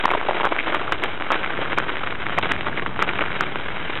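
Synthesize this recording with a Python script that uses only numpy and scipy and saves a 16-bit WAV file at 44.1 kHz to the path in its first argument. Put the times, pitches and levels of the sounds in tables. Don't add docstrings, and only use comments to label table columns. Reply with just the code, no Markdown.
import sys
import numpy as np
from scipy import signal
from scipy.fft import rfft, irfft
from scipy.io import wavfile
from scipy.ndimage import uniform_filter1d

SR = 44100
rng = np.random.default_rng(int(sys.argv[2]) if len(sys.argv) > 2 else 0)


def unload_wav(signal):
    wavfile.write(
        sys.argv[1],
        SR,
        np.round(np.clip(np.atleast_2d(signal).T, -1, 1) * 32767).astype(np.int16),
    )


N = 176400
BAND_HZ = 3980


def undb(db):
    return 10 ** (np.asarray(db) / 20)


def unit(x):
    return x / np.sqrt(np.mean(x ** 2))


def curve(table, column=1):
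    rows = np.array(table)
    return np.interp(np.arange(N) / SR, rows[:, 0], rows[:, column])


def colour(x, points):
    hz, db = np.array(points).T
    f = np.maximum(np.fft.rfftfreq(N, 1 / SR), 1)
    return irfft(rfft(x) * undb(np.interp(np.log(f), np.log(hz), db)), N)


def lowpass(x, hz, size=401):
    return signal.fftconvolve(x, signal.firwin(size, hz, window="blackmanharris", fs=SR), "same")


def drift(rate_hz):
    hold = max(int(SR / rate_hz), 2)
    steps = np.repeat(rng.standard_normal(N // hold + 1), hold)
    return unit(uniform_filter1d(steps, hold)[:N])


def add(out, start_s, sound):
    i = int(round(start_s * SR))
    a, b = max(i, 0), min(i + len(sound), len(out))
    if b > a:
        out[a:b] += sound[a - i:b - i]


# f/Hz, relative level/dB
BUFFET_COLOUR = [(5, 2), (25, 0), (55, -2), (90, -5.5), (150, -12), (400, -38.5)]


def air_buffet():
    return unit(colour(rng.standard_normal(N), BUFFET_COLOUR)) * undb(-44.5)


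# t/s, relative level/dB
RUMBLE_LEVEL = [(0, -49), (.4, -51.5), (.9, -40.5), (1.45, -41.5), (1.7, -35.5), (1.95, -42), (2.3, -34),
                (2.9, -34), (3.6, -37.5), (4, -39)]
# f/Hz, relative level/dB
RUMBLE_SPECTRUM = [(30, -18), (70, -6.5), (100, -0.5), (140, 0.5), (185, -1), (260, -4.5), (400, -17),
                   (800, -31.5)]


def frame_rumble():
    shaking = unit(colour(rng.standard_normal(N), RUMBLE_SPECTRUM))
    return shaking * undb(curve(RUMBLE_LEVEL) - 2)


# t/s, relative crunch level/dB, relative crackle level/dB
ROLLING_LEVEL = [(0, -31, -36), (.25, -27.5, -36), (.55, -28, -37), (.9, -29, -37), (1.15, -31.5, -37.5),
                 (1.4, -29.5, -36.5), (1.85, -29.5, -35.5), (2.15, -31, -37.5), (2.35, -30.5, -35),
                 (2.6, -30, -36), (2.92, -31, -42), (3.15, -29, -35), (3.5, -30.5, -36), (3.7, -31.5, -36),
                 (4, -32.5, -35.5)]
# f/Hz, relative level/dB
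STUD_SPECTRUM = [(100, -16.5), (220, -4.5), (320, 4), (400, 2.5), (480, 0.5), (650, 0.5), (1000, -2),
                 (1500, 0.5), (1900, -5), (2250, -2), (2600, -8), (3250, -7.5), (3450, -13.5), (3850, -12)]


def studs(patch_gain, bites_per_s=3400, spread_db=1.5, flicker_db=3, split_hz=1420):
    strikes = rng.random(N) < bites_per_s / SR
    strength = undb(spread_db * np.minimum(rng.exponential(size=N), 4))
    polarity = np.where(rng.random(N) < .7, -1, 1)
    grip = undb(flicker_db * drift(rate_hz=219.6))
    bites = strikes * strength * polarity * grip
    bites = lowpass(colour(bites - bites.mean(), STUD_SPECTRUM), BAND_HZ)
    crunch = lowpass(bites, split_hz, size=101)
    crackle = bites - crunch
    crunch_gain = np.hypot(undb(curve(ROLLING_LEVEL) - 4), patch_gain)
    crackle_gain = np.hypot(undb(curve(ROLLING_LEVEL, column=2) + 2), patch_gain)
    return unit(crunch) * crunch_gain + unit(crackle) * crackle_gain


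def fracture(hz, ring_cycles=.45, crack_hz=2500, crack_s=.0002):
    lead_s = 3 * ring_cycles / hz
    t = np.arange(SR // 60) / SR - lead_s
    halving_s = ring_cycles / hz * np.where(t < 0, .85, 1)
    swing = .5 ** ((np.abs(t) / halving_s) ** 1.5) * np.cos(2 * np.pi * hz * t)
    crack = np.exp(-(t / crack_s) ** 2) * np.cos(2 * np.pi * crack_hz * t)
    return -.76 * swing - .24 * crack, lead_s


def chips(per_s=110, centre_hz=1640, octaves=1.1, spread_db=2):
    out = np.zeros(N)
    for at, size, pitch in rng.random((int(per_s * N / SR), 3)):
        chip, _ = fracture(centre_hz * 2 ** (octaves * (2 * pitch - 1)))
        add(out, at * N / SR, chip * undb(spread_db * min(-np.log(size), 2.5)))
    return out * undb(curve(ROLLING_LEVEL) + 6.5)


# t/s, length/s, relative level/dB, crumb f/Hz
CRUST_PATCHES = [(0, 0.013, -25.5, 2100), (0.037, 0.0088, -20, 1100), (.052, .008, -21, 1750),
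                 (0.103, 0.018, -24.5, 1300), (0.137, .022, -23, 880), (0.282, 0.042, -28.5, 1004),
                 (0.34, 0.063, -29.5, 790), (0.407, 0.013, -21, 1200), (0.436, 0.034, -26, 980),
                 (0.513, 0.02, -28.5, 910), (0.578, 0.03, -30, 1780), (.66, 0.054, -28, 1700),
                 (0.724, 0.037, -27, 1400), (0.826, 0.027, -32, 870), (.92, 0.013, -22.5, 2220),
                 (1.019, 0.044, -30, 1170), (1.3, 0.05, -23.5, 1410), (1.351, 0.042, -30.5, 1600),
                 (1.429, .02, -40, 1900), (1.58, 0.022, -30.5, 900), (1.607, 0.028, -26.5, 1200),
                 (1.651, 0.021, -34, 1400), (1.716, 0.024, -28.5, 1670), (1.774, 0.023, -25.5, 1900),
                 (2.063, 0.025, -31, 1720), (2.375, 0.022, -20.5, 1014), (2.43, .045, -27, 1300),
                 (2.488, .035, -23, 1860), (2.66, 0.028, -30.5, 1210), (2.764, 0.034, -28.5, 1820),
                 (2.861, 0.0086, -23.5, 1530), (2.992, 0.053, -26, 1230), (3.071, 0.033, -24, 1400),
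                 (3.207, 0.017, -20.5, 1310), (3.241, 0.036, -34.5, 1540), (3.357, 0.016, -31, 1230),
                 (3.401, 0.041, -30.5, 1660)]


def patch_bite(edge_s=.0027):
    t, gain = np.arange(N) / SR, np.zeros(N)
    for at, length, db, _ in CRUST_PATCHES:
        enter = np.clip((t - at) / edge_s + .5, 0, 1)
        leave = np.clip((at + length - t) / edge_s + .5, 0, 1)
        gain += undb(db - 5) * enter * leave
    return gain


def crumbs(per_s=550, spread_db=13, octaves=.78):
    out = np.zeros(N)
    for at, length, db, hz in CRUST_PATCHES:
        draws = rng.random((100, 3))
        count = int(np.clip(length * per_s, 2, len(draws)))
        swarm = np.zeros(int(length * SR) + SR // 100)
        for k, (late, size, pitch) in enumerate(draws[:count]):
            crumb, _ = fracture(hz * 2 ** (octaves * (2 * pitch - 1)))
            add(swarm, (k + late) / count * length, crumb * undb(spread_db * size))
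        patch_rms = np.linalg.norm(swarm) / np.sqrt(length * SR)
        add(out, at, swarm / patch_rms * undb(db - 4.5))
    return out


# t/s, peak level/dB, f/Hz, ring/cycles
CRUST_SNAPS = [(0.0565, -0.4, 1070, 1.1), (0.0811, -6.0, 1010, 0.5), (0.0912, -6.1, 960, 0.5),
               (0.105, -9.5, 2290, 1.5), (0.1077, -12.6, 2170, 1.5), (0.1149, -4.3, 960, 0.4),
               (0.1204, -5.1, 910, 0.5), (0.1372, -8.6, 1130, 1.1), (0.1505, -4.5, 820, 0.4),
               (0.1536, -5.7, 770, 0.5), (0.2134, -7.1, 1070, 0.4), (0.2876, -4.9, 770, 0.65),
               (0.2926, -4.6, 690, 0.5), (0.2959, -15.8, 590, 1.5), (0.3108, -4.5, 860, 0.5),
               (0.4008, -6.3, 1190, 0.65), (0.4093, -11.1, 910, 1.5), (0.4328, -10.1, 1070, 0.5),
               (0.4411, -8.3, 910, 0.5), (0.4465, -4.7, 1260, 1.1), (0.4534, -1.8, 1010, 0.5),
               (0.4626, -6.0, 1070, 0.8), (0.4701, -6.8, 1010, 0.5), (0.4737, -8.4, 770, 0.5),
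               (0.5227, -6.1, 690, 0.5), (0.5257, -8.8, 1070, 0.5), (0.5573, -12.4, 1330, 0.3),
               (0.5647, -6.8, 1480, 0.4), (0.5866, -10.6, 2050, 0.8), (0.5905, -4.3, 2170, 1.1),
               (0.5993, -9.7, 2290, 1.5), (0.6071, -11.4, 2170, 1.1), (0.6719, -8.6, 770, 0.4),
               (0.6804, -12.4, 1190, 0.4), (0.6962, -18.7, 620, 1.5), (0.7328, -11.2, 1190, 0.5),
               (0.7466, -2.3, 1130, 0.5), (0.7499, -4.2, 1650, 0.3), (0.7575, -12.5, 1400, 0.5),
               (0.8158, -13.2, 1260, 0.5), (0.8799, -12.5, 1260, 1.1), (0.8945, -11.9, 860, 0.4),
               (0.9229, -1.2, 1330, 0.65), (0.926, -6.1, 2170, 0.3), (0.9285, -9.3, 960, 0.4),
               (1.0237, -14.2, 770, 0.4), (1.038, -2.1, 1940, 0.4), (1.2005, -12.9, 1480, 0.4),
               (1.2104, -12.6, 1130, 0.3), (1.2231, -6.6, 1570, 0.4), (1.3046, -4.4, 1070, 0.5),
               (1.3093, -8.3, 1260, 1.5), (1.3163, -11.6, 1330, 1.5), (1.3193, -1.2, 960, 0.4),
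               (1.3265, -9.5, 1650, 0.8), (1.331, -9.3, 1130, 0.8), (1.3448, -8.5, 1650, 0.5),
               (1.354, -14.1, 590, 0.5), (1.362, -10.1, 1130, 0.4), (1.3673, -16.4, 1480, 1.5),
               (1.4323, -11.1, 1840, 0.65), (1.438, -12.0, 1840, 0.5), (1.4426, -11.1, 1260, 0.8),
               (1.4465, -6.9, 1840, 0.5), (1.4745, -15.4, 1480, 0.8), (1.5053, -10.4, 1480, 0.4),
               (1.5404, -17.0, 1480, 1.5), (1.5721, -11.6, 1570, 0.3), (1.5773, -10.4, 1480, 0.5),
               (1.5913, -10.0, 500, 0.4), (1.6244, -9.9, 960, 0.3), (1.6531, -10.6, 1400, 0.3),
               (1.6597, -15.0, 1400, 1.1), (1.7022, -12.4, 1480, 0.3), (1.7211, -9.3, 1570, 0.65),
               (1.7315, -5.3, 1330, 0.4), (1.7776, -12.7, 820, 0.3), (1.7857, -1.1, 1330, 0.8),
               (1.8013, -5.6, 1480, 0.5), (1.8394, -13.4, 1330, 0.5), (1.8849, -14.0, 1570, 0.65),
               (1.9567, -10.5, 1740, 0.5), (1.9696, -7.3, 1570, 0.3), (2.0348, -12.4, 1260, 1.1),
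               (2.0649, -12.2, 1130, 0.3), (2.0732, -7.2, 1570, 0.5), (2.1088, -10.4, 2170, 0.3),
               (2.1255, -11.1, 1330, 0.65), (2.1515, -16.4, 1570, 0.8), (2.1556, -13.2, 1650, 0.3),
               (2.2209, -12.8, 1840, 0.5), (2.2278, -11.1, 1400, 0.4), (2.2671, -6.7, 1740, 0.65),
               (2.2869, -12.3, 1260, 0.4), (2.2963, -8.6, 1330, 0.5), (2.3044, -15.0, 1400, 0.8),
               (2.3328, -15.6, 1480, 0.8), (2.3827, -6.7, 2050, 1.5), (2.3874, -1.1, 1010, 0.65),
               (2.4279, -10.5, 3000, 0.65), (2.4358, -7.6, 2170, 0.4), (2.5166, -5.3, 2050, 0.65),
               (2.5198, 0.5, 1740, 0.5), (2.5356, -12.0, 1740, 0.5), (2.564, -11.0, 1740, 0.65),
               (2.6098, -6.3, 1940, 0.3), (2.6652, -11.1, 1190, 0.4), (2.6686, -6.3, 1190, 0.4),
               (2.6751, -14.5, 1190, 0.65), (2.7305, -16.1, 1570, 1.5), (2.7762, -8.8, 2050, 1.1),
               (2.797, -8.3, 1650, 0.65), (2.8629, -6.0, 1400, 0.65), (2.9621, -13.0, 1400, 0.4),
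               (2.9923, -5.6, 1130, 0.4), (3.0257, -0.6, 1260, 0.65), (3.0288, -14.9, 1330, 1.5),
               (3.0917, -4.6, 2290, 0.8), (3.1564, -11.4, 1740, 0.3), (3.1885, -11.9, 2420, 1.5),
               (3.1923, -5.8, 1330, 0.5), (3.2101, -6.9, 2170, 0.8), (3.2159, -9.4, 500, 0.4),
               (3.2191, -6.2, 1330, 0.3), (3.2251, -7.6, 1260, 0.8), (3.2393, -9.5, 1330, 0.65),
               (3.2617, -13.8, 2050, 1.1), (3.2832, -16.2, 1570, 1.1), (3.3057, -14.1, 1480, 0.8),
               (3.3299, -10.9, 1740, 0.3), (3.4092, -0.2, 1400, 0.65), (3.4125, -9.9, 1190, 0.4),
               (3.4369, -7.4, 1330, 0.3), (3.5584, -6.5, 1070, 0.3), (3.5994, -14.2, 1260, 0.65),
               (3.686, -12.8, 1570, 0.65), (3.7039, -14.4, 1480, 0.5), (3.7698, -12.5, 1400, 0.3),
               (3.9551, -9.1, 3000, 0.3), (3.9753, -9.6, 2170, 0.3), (3.9885, -14.2, 1570, 0.4)]


def snaps(thump_hz=315, thump_db=-22.5, splinter_db=-25, splinter_s=.0021):
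    out, t = np.zeros(N), np.arange(SR // 25) / SR
    thump = np.sin(2 * np.pi * thump_hz * t) * np.exp(-t * thump_hz)
    for at, db, hz, ring_cycles in CRUST_SNAPS:
        snap, lead_s = fracture(hz, ring_cycles)
        hiss = unit(lowpass(rng.standard_normal(len(t)), min(2 * hz, BAND_HZ), size=41))
        splinters = hiss * np.exp(-t / splinter_s)
        add(out, at - lead_s, undb(db) * snap)
        add(out, at, undb(db + thump_db) * thump)
        add(out, at + 1 / hz, undb(db + splinter_db) * splinters)
    return out


def scene():
    return (snaps() + crumbs() + chips() + studs(patch_bite()) + frame_rumble() + air_buffet())[None]


def record(dry):
    dc_offset, ceiling = -.05, .71
    clipped = np.clip(lowpass(dry[0], BAND_HZ) + dc_offset, -ceiling, ceiling)
    return lowpass(clipped, hz=16300)[None]


dry = scene()
out = record(dry)
unload_wav(out)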